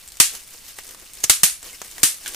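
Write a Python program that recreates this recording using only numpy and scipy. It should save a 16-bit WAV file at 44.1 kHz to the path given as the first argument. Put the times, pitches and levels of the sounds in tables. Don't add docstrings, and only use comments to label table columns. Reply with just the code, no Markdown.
import sys
import numpy as np
from scipy import signal
from scipy.fft import rfft, irfft
from scipy.io import wavfile
from scipy.ndimage import uniform_filter1d

SR = 44100
rng = np.random.default_rng(int(sys.argv[2]) if len(sys.argv) > 2 else 0)


def transcribe(u):
    v = np.clip(np.atleast_2d(u).T, -1, 1)
    q = np.round(v * 32767).astype(np.int16)
    wavfile.write(sys.argv[1], SR, q)


N = 103635

# f/Hz, level/dB
CREASE_SPECTRUM = [(100, -24), (700, -10.5), (2000, -6), (4000, -5), (8300, -2), (11000, -5), (15500, -6.5)]


def amp(db):
    return 10 ** (np.asarray(db) / 20)


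def unit(x):
    return x / np.sqrt(np.mean(x ** 2) + 1e-20)


def lookup(points, hz):
    f, value = np.transpose(points)
    return np.interp(np.log(hz + 1), np.log(f + 1), value)


def add(mix, start_s, sound):
    part = mix[:, round(start_s * SR):][:, :sound.shape[-1]]
    part += sound[..., :part.shape[1]]


def convolve(a, b):
    return signal.fftconvolve(np.atleast_2d(a), np.atleast_2d(b), axes=1)[:, :N]


def click(spectrum, body_db=0, top_db=0, ring_hz=1, ring_db=0, ring_octaves=0.18, size=4096):
    hz = abs(np.fft.fftfreq(size, 1 / SR))
    db = lookup(spectrum, hz) + body_db / (1 + (hz / 1500) ** 2) + top_db / (1 + (10000 / (hz + 1)) ** 4)
    db += ring_db / (1 + (np.log2((hz + 1) / ring_hz) / ring_octaves) ** 2)
    log_response = np.conj(signal.hilbert(np.log(amp(db))))
    impulse = np.fft.ifft(np.exp(log_response)).real[:size // 2]
    return impulse / np.linalg.norm(impulse)


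def echoes(t60, colour, rise_s, spread_db, delay_s=0.00059, size=256):
    # f/Hz, correlation
    likeness = [(500, 0.24), (2000, 0.53), (5000, 0.54), (8000, 0.13), (15000, -.1)]
    t = np.arange(SR // 2) / SR
    taps = rng.standard_normal((2, len(t)))
    taps *= amp(spread_db * np.repeat(rng.standard_normal(len(t)), 10)[:len(t)])
    hz, frame_s, bands = signal.stft(taps, SR, nperseg=size)
    correlation = np.clip(lookup(likeness, hz), -1, 1)[:, None]
    mid, side = bands[0] * np.sqrt(1 + correlation), bands[1] * np.sqrt(1 - correlation)
    decay = amp(lookup(colour, hz)[:, None] - 60 * frame_s / lookup(t60, hz)[:, None])
    tail = signal.istft(np.array([mid + side, mid - side]) * decay, SR, nperseg=size)[1][:, :len(t)]
    onset = np.clip((t - delay_s) / rise_s, 0, 1)
    return unit(tail * onset) / np.sqrt(len(t))


def workshop(room_db):
    # f/Hz, level/dB
    near_colour = [(300, -7.5), (1800, -1.5)]
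    # f/Hz, T60/s
    wall_t60 = [(200, 0.01), (530, 0.24), (1400, 0.2441), (3700, 0.2645), (8000, 0.2379), (11000, 0.2849),
                (15000, 0.16)]
    # f/Hz, level/dB
    wall_colour = [(100, -14), (500, -14), (1000, -8.5), (2000, -2), (8000, 0)]
    path = amp(-1) * echoes(t60=[(1, 0.04)], colour=near_colour, rise_s=0.00034, spread_db=2.5)
    path += amp(room_db) * echoes(wall_t60, wall_colour, rise_s=0.0039, spread_db=2.0)
    path[:, 0] += 1
    return path


def room_tone():
    # f/Hz, level/dB
    air_spectrum = [(35, -4.5), (70, -7), (150, -16.5), (1000, -21.5), (4000, -25), (15000, -37.5)]
    noise = rng.standard_normal((2, N)) + rng.standard_normal(N)
    response = amp(lookup(air_spectrum, np.fft.rfftfreq(N, 1 / SR)))
    return amp(-54) * unit(irfft(rfft(noise) * response, N))


def grip(spread_db=2.4, step_s=0.018):
    t = np.arange(N) / SR
    knots_s = np.arange(0, t[-1] + step_s, step_s)
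    return amp(spread_db * np.interp(t, knots_s, rng.standard_normal(N)[:len(knots_s)]))


def rustle(folds=9, creases_per_s=3200, spread_db=3.8, room_db=-7.5):
    # t/s, crinkle level/dB, rub level/dB
    handling = [(0, -45, -65.5), (.08, -47.5, -77), (.30, -44, -61), (.348, -30, -48), (.38, -40, -57),
                (.46, -46.5, -85), (.53, -41.5, -57), (.58, -44, -65), (.69, -41, -63), (.74, -45, -70),
                (.78, -39.5, -56), (.82, -44, -65), (.91, -40, -51), (.98, -46.5, -65), (1.03, -41.5, -53),
                (1.08, -45, -69), (1.22, -39, -55.5), (1.42, -45, -69), (1.61, -46, -76),
                (1.648, -36, -45.5), (1.69, -42, -56), (1.74, -38.5, -52.5), (1.79, -46, -74),
                (1.85, -38, -47.5), (1.89, -42.5, -62.5), (1.99, -39, -49.5), (2.20, -43, -64),
                (2.28, -31.5, -47), (2.31, -38, -53), (2.35, -31.5, -46)]
    # f/Hz, level/dB
    rub_spectrum = [(30, 10), (140, -7.5), (470, 2), (780, -7), (1200, -1), (1550, -9), (2100, -6),
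                    (3000, -24), (8000, -49)]
    t = np.arange(N) / SR
    knots_s, crinkle_db, rub_db = np.transpose(handling)
    effort = amp(np.interp(t, knots_s, crinkle_db))
    creases = np.zeros((2, N))
    for fold, fold_hz in enumerate(np.geomspace(2174, 13170, folds)):
        sizes = amp(spread_db * np.minimum(rng.exponential(1, N), 5)) * rng.choice([-1, 1], N)
        clicks = sizes * grip() * (rng.random(N) < creases_per_s / folds / SR) * effort
        path = convolve(click([(1, 0)], ring_hz=fold_hz, ring_db=11), workshop(room_db))
        pan = 1 + 0.23 * (-1) ** fold * np.array([[1], [-1]])
        creases += convolve(clicks, path) * pan
    crinkle = unit(convolve(creases, click(CREASE_SPECTRUM))) * np.sqrt(np.mean(effort ** 2))
    friction = convolve(rng.standard_normal(N) * grip(), click(rub_spectrum))
    rub = unit(convolve(friction, workshop(room_db)))
    return crinkle + rub * amp(np.interp(t, knots_s, rub_db))


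def snap(level_db, body_db, ring_hz):
    crease = click(CREASE_SPECTRUM, body_db, ring_hz=ring_hz, ring_db=8)
    return amp(level_db) * convolve(crease, workshop(room_db=-7))


def burst(level_db, body_db, top_db, room_db, puff_db, puff_hz, ring_hz, ring_db):
    # f/Hz, level/dB
    crack_spectrum = [(250, -8), (700, -11.5), (1300, -8), (2200, -6.5), (5000, -4.5), (6500, -1),
                      (8400, 1), (11000, -4.5), (13000, -7), (15500, -12.5)]
    flutter_decay_s, flutter_db = 0.00036, -4.5
    puff_rise_s, puff_decay_s, puff_lag_s = 0.00053, 0.0051, 0.0011
    t = np.arange(SR // 10) / SR
    flutter = rng.standard_normal((2, len(t))) * np.exp(-t / flutter_decay_s)
    flutter *= amp(flutter_db) / np.linalg.norm(flutter, axis=1, keepdims=True)
    path = workshop(room_db)
    path[:, :len(t)] += flutter
    sound = amp(level_db) * convolve(click(crack_spectrum, body_db, top_db, ring_hz, ring_db), path)
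    age_s = np.maximum([t, t - puff_lag_s], 0)
    puff_envelope = 2 * (1 - np.exp(-age_s / puff_rise_s)) * np.exp(-age_s / puff_decay_s)
    sound[:, :len(t)] += amp(puff_db) * puff_envelope * np.cos(2 * np.pi * puff_hz * age_s)
    return sound


def squeak(pitch_hz=2103, jitter=0.035, length_s=0.017, gain_db=-41.5):
    t = np.arange(SR // 10) / SR
    wobble = unit(uniform_filter1d(rng.standard_normal(len(t)), 20))
    hz = pitch_hz * (1 + jitter * wobble)
    swell = np.sin(np.pi * np.minimum(t / length_s, 1)) ** 2
    chirp = swell * np.sin(2 * np.pi * np.cumsum(hz) / SR)
    return amp(gain_db) * convolve(chirp, workshop(room_db=-7))


def knock(decay_s=0.008, level_db=-4.5):
    # f/Hz, level/dB
    body_spectrum = [(300, -24), (1250, -13), (1550, 5), (2100, -14), (3150, 3), (4200, -7), (8000, -20)]
    t = np.arange(SR // 10) / SR
    rattle = rng.standard_normal(len(t)) * np.exp(-t / decay_s)
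    body = convolve(rattle / np.linalg.norm(rattle), click(body_spectrum))
    return amp(level_db) * convolve(body, workshop(room_db=-10))


def scene():
    # t/s, crack level/dB, shelf below 1.5 kHz/dB, shelf above 10 kHz/dB, room/dB,
    # puff gain/dB, puff f/Hz, ring f/Hz, ring boost/dB
    bursts = [(0.2006, 25.5, 0.5, -2, -4.5, -27, 113, 2500, 1.5),
              (1.2396, 13, 3, -2, -14, -33, 110, 6200, 5), (1.2968, 25, 0, 0.5, -6, -25.5, 50.4, 1200, 4),
              (1.4332, 24.5, 0, 3.5, -5, -21.5, 180, 720, 7), (2.032, 20.5, 0.5, 3, -1, -25, 132, 288, 8.5)]
    # t/s, level/dB, shelf below 1.5 kHz/dB, ring f/Hz
    snaps = [(.0772, -15, -7, 8100), (0.0867, -16.5, -12, 7600), (.1205, -15.5, -11, 4300),
             (0.171, -14.5, 1, 7500), (.548, -24, 25, 476), (.6825, -17, -8, 5200), (.7875, -9, 15.5, 1970),
             (.8535, -20, 7, 5450), (0.891, -15, -4, 6300), (0.9096, -17, 9, 12100),
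             (0.9476, -17, 15, 1150), (1.135, -15, -5, 8440), (1.153, -18, -3, 10000),
             (1.173, -19.5, -8, 4200), (1.236, -2.5, -6, 7000), (1.629, -13, 10, 7600),
             (1.817, -6, 22, 6600), (1.914, -15, -2, 7000), (1.982, -9, 11.5, 1850),
             (2.2786, -4, -12, 9000), (2.3464, -7, 12, 5900)]
    mix = room_tone() + rustle()
    for start_s, *bubble in bursts:
        add(mix, start_s, burst(*bubble))
    for start_s, *crease in snaps:
        add(mix, start_s, snap(*crease))
    add(mix, 1.727, squeak())
    add(mix, 2.2597, knock())
    return mix


def record(dry):
    ceiling, cutoff_hz = 0.94, 15450
    clipped = ceiling * np.tanh(dry / ceiling)
    lowpass = signal.firwin(255, cutoff_hz, window=("kaiser", 7), fs=SR)
    return signal.oaconvolve(clipped, lowpass[None], "same")


dry = scene()
out = record(dry)
transcribe(out)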